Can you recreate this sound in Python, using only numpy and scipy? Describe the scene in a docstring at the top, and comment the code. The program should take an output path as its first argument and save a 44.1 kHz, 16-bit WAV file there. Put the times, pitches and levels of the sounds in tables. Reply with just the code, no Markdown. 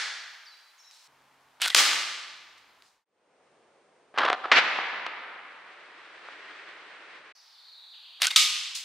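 """A slingshot is fired at hanging targets in a beech forest, in four passages, the third at half speed.
Shaped noise bursts give the snap of pouch and bands; chopped noise and whistles give their flutter.
A balloon bursts or a can is struck: a crack of noise, with decaying sine modes for the can.
Noise decaying by frequency band is the long echo of the trunks. Gliding sines are birds; coloured
noise is leaves, sleeves, air and hiss; a faint low drone and, at half speed, a thin whine lie below."""
import sys
import numpy as np
from scipy import signal
from scipy.fft import rfft, irfft
from scipy.io import wavfile

SR = 44100
rng = np.random.default_rng(int(sys.argv[2]) if len(sys.argv) > 2 else 0)


def wav_out(sig):
    """Save sig, one row per channel (or a flat mono array), as 16-bit PCM at SR to the path in sys.argv[1]."""
    wavfile.write(sys.argv[1], SR, np.round(np.clip(np.atleast_2d(sig).T, -1, 1) * 32767).astype(np.int16))


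N = 389844
TIME = np.arange(N) / SR

# Radiated spectra of the targets at normal speed: frequency_hz, density_db (per Hz)
BALLOON = [(40, -45.5), (140, -36.5), (280, -19.5), (560, -10.5), (900, -8.5), (1200, -2.5), (2200, 0),
           (4500, 0), (8000, -8), (12600, -20), (16000, -24.5)]
FIRST_TARGET = [(60, -38), (200, -35), (350, -21), (780, -8.5), (1050, -8.5), (1700, 3), (2600, -4),
                (4350, 0), (6400, -5.5), (10000, -15.5), (16000, -40)]
FILLED_BALLOON = [(60, -41), (220, -37), (400, -15), (1100, -5.5), (2200, 1), (4200, 3.5), (6000, -3),
                  (9000, -11), (12000, -21), (16000, -34.5), (20000, -51)]
CAN = [(60, -70), (300, -44), (600, -29), (1150, -10.5), (1700, -10), (2300, -1), (3400, 5), (5500, 0),
       (8000, -6), (12600, -17.5), (16000, -33)]
# Spectrum of cloth friction and rubber crackle at normal speed: frequency_hz, density_db (per Hz)
CLOTH = [(200, -53.5), (1200, -28), (4200, -2), (8000, -9.5), (12000, -22.5), (16000, -29)]


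def shot(speed, snap_db, treble_db, rush_db, rush_s, rebound_s, rebound_db, pitch):
    """Released elastic energy: slip, swish, snap, rush, slack, rebound, whirr as (s after release, sound)."""
    rush_hz = 2900 * pitch
    # the pouch slips from the fingers just before the release, and the bands swish forward
    slip_lead_s = .0172
    slip = slap(speed, db=-39, decay_s=.0021, hz=1400, high_db=-11)
    swish = flutter(speed, slip_lead_s, -38, rush_hz, -13.5, pitch)
    swish = swish * np.linspace(0, 1, swish.shape[1])
    # the bands snap free and rush through the air, whistling
    snap = slap(speed, snap_db, .0035, 3300 * pitch, treble_db)
    rush = flutter(speed, rush_s, rush_db, rush_hz, -7, pitch,
                   depth=.41, bend=.1, breadth=.14, edge_s=.0015)
    # then they flap slack, quieter and lower
    slack_overlap_s = .008
    slack = flutter(speed, .04, rush_db - 7.5, 1502, -3.5, pitch, bend=.032)
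    # they whip back once and go on whirring faintly
    rebound = flutter(speed, .016, rebound_db, 3200 * pitch, -.5, pitch)
    whirr = flutter(speed, .045, -43.5, 1815 * pitch, 2.5, pitch)
    return [(-slip_lead_s, slip), (-slip_lead_s, swish), (0, snap), (0, rush),
            (rush_s - slack_overlap_s, slack), (rebound_s, rebound), (rebound_s, whirr)]


def flutter(speed, seconds, db, whistle_hz, whistle_db, pitch, flap_hz=150, depth=.17, bend=.04,
            breadth=.082, crackle_db=-15, edge_s=.003):
    """Amplitude modulation and vortex shedding: flapping rubber chops the rush, crackles and whistles."""
    # spectrum of the rushing bands at normal speed and pitch factor 1: frequency_hz, density_db (per Hz)
    rubber_spectrum = [(100, -35), (300, -25), (600, -9.5), (1300, 0), (2500, 5.5), (3900, 5), (5500, -6.5),
                       (8000, -7), (12600, -21.5), (19000, -48)]
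    t = clock(seconds, speed)
    wander = np.cumsum(rng.standard_normal((2, len(t))), axis=1)
    wander = (wander - wander.mean(axis=1, keepdims=True)) / wander.std(axis=1, keepdims=True)
    swing = np.sin(2 * np.pi * np.cumsum(flap_hz * (1 + .4 * wander[0])) * speed / SR)

    rush = grains(len(t), spread_db=4.5)[None] + .24 * diffuse(len(t), speed, spread_db=0)
    rush = colour(rush, rubber_spectrum, speed * pitch)
    crackle = grains(len(t), spread_db=6.5)[None] * np.maximum(swing, 0) ** 8  # once a flap
    crackle = colour(crackle, CLOTH, speed * pitch)

    # vortices come off irregularly, so the whistle is a narrow band of noise
    knots = np.arange(0, t[-1] + edge_s, 1 / (breadth * whistle_hz))
    amplitudes = rng.standard_normal(len(knots)) + 1j * rng.standard_normal(len(knots))
    vortices = np.interp(t, knots, amplitudes)
    cycles = np.cumsum(whistle_hz * (1 + bend * wander[1])) * speed / SR
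    whistle = np.real(vortices * np.exp(2j * np.pi * cycles))
    whistle = whistle / whistle.std()

    edges = np.clip(np.minimum(t, t[-1] - t) / edge_s, 0, 1)
    mix = .99 * rush + undb(crackle_db) * crackle + undb(whistle_db) * whistle
    return undb(db) * edges * (1 + depth * swing) * mix


def slap(speed, db, decay_s, hz, high_db, low_db=-30):
    """Impact excitation: an exponentially decaying burst with one broad resonance."""
    shape = [(hz / 12, low_db), (hz / 3, -6), (hz, 0), (hz * 3, high_db), (hz * 8, high_db - 31)]
    return undb(db) * colour(burst(np.exp(-clock(.1, speed) / decay_s)), shape, speed)


def hit(speed, crack_db, hold_s, decay_s, near_db, delay_s, spread_s, far_db, ring_db, spectrum,
        ring_rise_s=.0006):
    """Impulse, scattering and modal decay: a crack, near trunks, the whole forest and a can's ring."""
    # modes of the can wall at normal speed: frequency_hz, level_db, t60_s
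    can_modes = [(1232, -3, .7), (1275, 2, .25), (2270, 2.5, .3), (2772, -9.5, .9), (3240, -2.5, 0.79),
                 (3610, 13.5, 0.075), (4106, -2.5, .5), (4500, -6.5, 0.58), (5200, -8.5, .48),
                 (6265, -7, .34)]
    t = clock(2, speed)
    crack = undb(crack_db) * burst(np.exp(-np.maximum(t - hold_s, 0) / decay_s))
    clump = np.exp(-.5 * ((t - delay_s) / spread_s) ** 2)
    near = undb(near_db) * diffuse(len(t), speed, spread_db=5.5) * clump
    trunks = scatter(near + undb(far_db) * forest(speed), speed)
    ring = sum(undb(db) * np.sin(2 * np.pi * hz * t) * np.exp(-np.log(1000) * t / t60)
               for hz, db, t60 in can_modes)
    ring = undb(ring_db) * ring * (1 - np.exp(-t / ring_rise_s))
    return colour(crack + trunks, spectrum, speed) + ring


def scatter(x, speed, gain=.09, longest_s=.009, count=7):
    """Comb filtering: ground, body and stems close by return faint early copies of either sign."""
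    lags = (rng.uniform(.0006, longest_s, count) * SR / speed).astype(int)
    copies = sum(rng.choice([-1, 1]) * np.pad(x, ((0, 0), (lag, 0)))[:, :x.shape[1]] for lag in lags)
    return (x + gain * copies) / np.sqrt(1 + count * gain ** 2)


def forest(speed, build_s=.016):
    """Reverberation by multiple scattering: trunk echoes build up, then each band decays at its own rate."""
    # reverberation time at normal speed: frequency_hz, t60_s
    forest_t60 = [(150, 1.3), (550, 1.13), (1200, 1.333), (2300, 1.304), (4500, 1.123), (8000, 0.89),
                  (13000, 0.63)]
    t = clock(2, speed)
    spectrum = rfft(diffuse(len(t), speed, spread_db=4))
    hz = np.fft.rfftfreq(len(t), 1 / SR) / speed
    centres, t60s = np.transpose(forest_t60)
    out = 0
    for share, t60 in zip(np.eye(len(centres)), t60s):
        band = irfft(spectrum * lookup(hz, np.c_[centres, share]), len(t))
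        out = out + band * np.exp(-np.log(1000) * t / t60)
    return out * (1 - np.exp(-t / build_s))


def echo(x, speed):
    """Convolution with the forest's impulse response, scaled to unit energy."""
    response = forest(speed)
    response = response / np.linalg.norm(response[0])
    return signal.fftconvolve(x.mean(axis=0)[None], response, axes=1)[:, :N]


def brush(speed, db, rise_s, decay_s):
    """Friction noise: cloth dragging over cloth and leaves makes a short rush of fine grains."""
    t = clock(1, speed)
    friction = colour(diffuse(len(t), speed, spread_db=5.5), CLOTH, speed)
    return undb(db) * friction * np.minimum(t / rise_s, 1) * np.exp(-t / decay_s)


def bird_note(seconds, from_hz, to_hz, falling, waver=.0171, stray=.0308):
    """Frequency modulation: a wavering whistle (peak 2) glides for the share `falling`, then holds."""
    u = clock(seconds, 1) / seconds
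    hz = np.interp(u, [0, falling], [from_hz, to_hz])
    wavering = waver * falling * np.interp(u, np.linspace(0, 1, 14), rng.standard_normal(14))
    # notes that fall for longer stray further in pitch
    hz *= 1 + wavering + stray * falling ** 3 * rng.standard_normal()
    return (2 * np.sin(np.pi * u) * np.sin(2 * np.pi * np.cumsum(hz) / SR))[None]


def bird_notes():
    """Gliding tones in sequence: calls, sweeps and a trill as (s, direct gain dB, echo gain dB, sound)."""
    # one bird's calls, a high and a lower note: start_s, high_hz, low_hz, direct_gain_db, echo_gain_db
    bird_calls = [(0.45, 4590, 4000, -54, -56), (.776, 5440, 3890, -61.5, -56.5)]
    # another bird's sinking, swelling trill: time_s, from_hz, to_hz, echo_gain_db
    trill = [(7.2, 6980, 4300, -58), (7.45, 5900, 2900, -60), (7.6, 4760, 3490, -53),
             (7.9, 4720, 3490, -51)]
    # its slower, deeper closing sweeps: start_s
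    sweep_times = [7.903, 8.02, 8.125]
    notes = []
    call_note_s, call_step_s, fall_share, low_note_db = .041 / .76, .051, .43, -4
    for s, high_hz, low_hz, direct_db, echo_db in bird_calls:
        # each note starts this many times above its final pitch
        high = bird_note(call_note_s, high_hz * 1.37, high_hz, fall_share)
        low = bird_note(call_note_s, low_hz * 1.1, low_hz, fall_share)
        notes.append((s, direct_db, echo_db, high))
        notes.append((s + call_step_s, direct_db + low_note_db, echo_db + low_note_db, low))

    sweep_db, sweep_direct_db = -49, -8  # direct relative to echo
    for s in sweep_times:
        sweep = bird_note(.04 / .76, 5300, 2450, .92)
        notes.append((s, sweep_db + sweep_direct_db, sweep_db, sweep))

    trill_step_s, trill_direct_db = .047, -6.5
    times, *curves = np.transpose(trill)
    for s in np.arange(times[0], times[-1], trill_step_s):
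        from_hz, to_hz, db = (np.interp(s, times, curve) for curve in curves)
        note = bird_note(.03 / .76, from_hz, to_hz, falling=.85, stray=.05)
        notes.append((s, db + trill_direct_db, db, note))
    return notes


def leaves():
    """Superposed small impacts: dense coloured noise rustles in a long, slightly uneven swell."""
    # spectrum as heard in the half-speed passage: frequency_hz, density_db (per Hz)
    leaf_spectrum = [(35, -57), (60, -54), (208, -36.5), (292, -8.5), (403, -5.5), (674, -6), (1340, 0.5),
                     (1920, 2), (4160, -12.5), (7100, -30.5), (8790, -32), (10000, -58), (13000, -71),
                     (22000, -120)]
    start_s, peak_s, peak_db, rise_db_per_s, fall_db_per_s = 4.48, 6.53, -45.5, 9, 7.5
    db = peak_db + np.minimum(rise_db_per_s * (TIME - peak_s), fall_db_per_s * (peak_s - TIME))
    knots = np.arange(0, N / SR, .03)
    flicker_db = 1.14 * np.interp(TIME, knots, rng.standard_normal(len(knots)))
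    rustle = colour(diffuse(N, .49, spread_db=1), leaf_spectrum)
    return rustle * undb(db + flicker_db) * (TIME > start_s)


def drone(second_db=0, waver=.044, waver_s=.15):
    """Harmonic tone of two partials: faint, wavering and sinking, perhaps a far engine."""
    start_s, end_s, start_db, fade_db_per_s = 1.08, 2.9, -78.5, 6
    from_hz, to_hz, sink_s = 145, 106, 1.15
    t = np.maximum(TIME - start_s, 0)
    knots = np.arange(0, N / SR, waver_s)
    wavering = 1 + waver * np.interp(t, knots, rng.standard_normal(len(knots)))
    hz = np.interp(t, [0, sink_s], [from_hz, to_hz]) * wavering
    phase = 2 * np.pi * np.cumsum(hz) / SR
    tone = np.sin(phase) + undb(second_db) * np.sin(2 * phase)
    return undb(start_db - fade_db_per_s * t) * tone * (t > 0) * (TIME < end_s)


def undb(db):
    """Logarithmic level: decibels to amplitude gain."""
    return 10 ** (np.asarray(db) / 20)


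def lookup(hz, points):
    """Logarithmic frequency scale: interpolate a (Hz, value) table along it."""
    f, value = np.transpose(points)
    return np.interp(np.log(np.maximum(hz, 1)), np.log(f), value)


def colour(x, points, speed=1, size=2048):
    """Minimum-phase filtering: a causal response from the folded cepstrum; white noise keeps its level."""
    hz = np.fft.rfftfreq(size, 1 / SR) / speed
    cepstrum = irfft(np.log(undb(lookup(hz, points))))
    cepstrum[1:size // 2] *= 2
    cepstrum[size // 2 + 1:] = 0
    response = irfft(np.exp(rfft(cepstrum)))
    response = response[None] / np.linalg.norm(response)
    return signal.fftconvolve(x, response, axes=1)[:, :x.shape[1]]


def lowpass(x, hz):
    """Elliptic filtering: a steep cut of the top."""
    return signal.sosfilt(signal.ellip(8, .2, 80, hz, fs=SR, output="sos"), x)


def highpass(x, hz, order):
    """Butterworth filtering: a gentle cut of the bass."""
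    return signal.sosfilt(signal.butter(order, hz, "high", fs=SR, output="sos"), x)


def clock(seconds, speed):
    """Time scaling: source time at each sample of a stretch played at this speed."""
    return np.arange(int(seconds * SR / speed)) * speed / SR


def add(out, s, x):
    """Superposition: mix x into out from time s."""
    i = int(s * SR)
    a, b = max(i, 0), min(i + x.shape[1], N)
    if b > a:
        out[:, a:b] += x[:, a - i:b - i]


def grains(n, spread_db):
    """Impulsive noise: dense tiny impulses of uneven size, rms 1."""
    x = rng.standard_normal(n) * undb(spread_db * rng.standard_normal(n))
    return x / x.std()


def diffuse(n, speed, spread_db):
    """Diffuse-field coherence: two close microphones agree in the bass and part in the treble."""
    # stereo width at normal speed: frequency_hz, side_minus_mid_db
    width = [(100, -27), (500, -18), (1200, -9.5), (2500, -11.5), (4500, -7), (8000, -4), (14000, -1)]
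    hz = np.fft.rfftfreq(n, 1 / SR) / speed
    side = irfft(rfft(grains(n, spread_db)) * undb(lookup(hz, width)), n)
    return grains(n, spread_db) + side * np.array([[1], [-1]])


def burst(envelope):
    """Flat-spectrum impulse: a short pressure burst with random phases under the given envelope."""
    x = rng.standard_normal(len(envelope)) * envelope
    even = irfft(np.exp(1j * np.angle(rfft(x))), len(x)) * np.sqrt(envelope)
    return even[None] * np.linalg.norm(envelope) / np.linalg.norm(even)


def take(start, end, fade_in, fade_out, speed, air_db, air_cut_hz, hiss_db, low_cut_hz,
         near_echo_db=-15, whine_db=-84):
    """Superposition and time scaling: one passage; slow motion lowers and stretches its source sounds."""
    # In these tables start_s and release_s are heard times; durations and frequencies are at normal speed.
    # target hits: start_s, crack_db, hold_s, decay_s, near_trunks_db, near_delay_s, near_spread_s,
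    # far_trunks_db, can_ring_db, spectrum
    hits = [(-.3, -12, .004, .002, -20, .045, .02, -16, -90, FIRST_TARGET),
            (1.7468, -9, 0.0032, 0.0011, -18.5, .044, 0.018, -16.5, -84, BALLOON),
            (4.5158, -12, 0.0014, 0.014, -14.5, 0.03, 0.0085, -23, -97, FILLED_BALLOON),
            (8.3605, -11.5, 0.003, 0.011, -20.5, 0.028, 0.038, -20.5, -29.5, CAN)]
    # pouch and rubber slaps, small ticks of the gear: start_s, level_db, decay_s, centre_hz,
    # high_db (at three times the centre)
    slaps = [(.911, -44.5, 0.0013, 5500, -28), (1.6615, -13.5, .0008, 2238, -12.5),
             (1.677, -20.5, .001, 5000, -17), (1.6812, -18, .0014, 3800, -10),
             (1.702, -23, 0.0026, 3790, -27.5), (2.8225, -44.5, .001, 4500, -26),
             (4.184, -16, 0.0032, 3200, -16.5), (4.252, -23, 0.0014, 7060, -37.5),
             (4.3003, -11.5, 0.0015, 2180, -12.5), (4.3292, -12.5, 0.00087, 2530, -11.5),
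             (4.454, -23.5, 0.0018, 2330, -36), (4.788, -18, 0.0011, 2230, -30),
             (5.0645, -24, 0.0018, 2630, -11), (6.286, -36.5, .0017, 2714, -28),
             (8.2695, -11.5, 0.0017, 6850, -40), (8.282, -30, .0022, 4200, -32)]
    # shots: release_s, snap_db, snap_treble_db, rush_db, rush_s, rebound_after_s, rebound_db, pitch_factor
    shots = [(1.6175, -18, -10, -26.5, 0.044, 0.078, -33, 1.07),
             (4.1755, -24, -24, -23.5, 0.058, 0.13, -35.5, 0.84),
             (8.2185, -14, -13, -23.5, .04, .085, -30, 1.14)]
    # sleeves and undergrowth brushing: start_s, level_db, rise_s, decay_s
    brushes = [(.908, -60, .004, 0.55), (2.575, -59.5, 0.0043, 0.016), (2.82, -60, 0.041, 0.13),
               (8.747, -31.5, 0.0038, 0.046)]
    # spectra of forest air and hiss at normal speed: frequency_hz, density_db (per Hz)
    air_spectrum = [(30, -2.5), (120, -10), (300, -3.5), (560, -0.5), (900, 6), (1300, 2.5), (2200, -2.5),
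                    (4500, -9.5), (8000, -17.5), (14000, -23), (19000, -31)]
    hiss_spectrum = [(500, -7), (2500, 5), (8000, -4.5), (16000, -9), (20000, -6)]

    def inside(table):
        """Time gating: the events that start within the passage."""
        return [row for row in table if start <= row[0] < end]

    near, far, song = np.zeros((3, 2, N))
    for s, *row in inside(hits):
        add(far, s, hit(speed, *row))
    for s, *row in inside(slaps):
        add(near, s, slap(speed, *row))
    for s, *row in inside(shots):
        for after_s, sound in shot(speed, *row):
            add(near, s + after_s / speed, sound)
    for s, *row in inside(brushes):
        add(near, s, brush(speed, *row))
    # the birds are far off, so much of their song arrives as echo, also from notes just before the passage
    for s, direct_db, echo_db, note in bird_notes():
        if speed == 1 and start - .2 <= s < end:
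            add(far, s, undb(direct_db) * note)
            add(song, s, undb(echo_db) * note)

    air = colour(diffuse(N, speed, spread_db=3.5), air_spectrum, speed)
    air = undb(air_db) * highpass(air, air_cut_hz, order=1)
    hiss = undb(hiss_db) * colour(diffuse(N, speed, spread_db=-3), hiss_spectrum, speed)
    out = far + near + echo(undb(near_echo_db) * near + song, speed) + air + hiss
    # the microphone rounds only the very loudest peaks, and sheds bass
    out = highpass(out / (1 + out ** 8) ** (1 / 8), low_cut_hz, order=1)
    if speed < 1:
        # slowed down, a thin whine of the camera is heard, and the top is cut in proportion to the speed
        whine = undb(whine_db) * np.sin(2 * np.pi * 8700 * TIME)
        out = lowpass(out + leaves() + whine, 20000 * speed)
    rising = np.clip((TIME - start) / fade_in, 0, 1)
    falling = np.clip((end - TIME) / fade_out, 0, 1)
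    return out * rising * falling


def scene():
    """Superposition: four passages one after another, with the drone."""
    # passages: start_s, end_s, fade_in_s, fade_out_s, playback_speed
    passages = [(-1, 1.078, .003, .003, 1), (1.078, 3.05, .003, .25, 1), (3.05, 7.325, .42, .006, .5),
                (7.35, 9, .004, .003, 1)]
    # background of each passage: air_db, air_low_cut_hz, hiss_db, microphone_low_cut_hz
    settings = [(-57.5, 2300, -93, 99), (-63.5, 45, -80.5, 40), (-63, 30, -83, 200),
                (-60.5, 1720, -75.5, 244)]
    return sum(take(*passage, *setting) for passage, setting in zip(passages, settings)) + drone()


def record(dry):
    """Band limiting: the camera cuts the top above 15.6 kHz."""
    return lowpass(dry, 15600)


dry = scene()
out = record(dry)
wav_out(out)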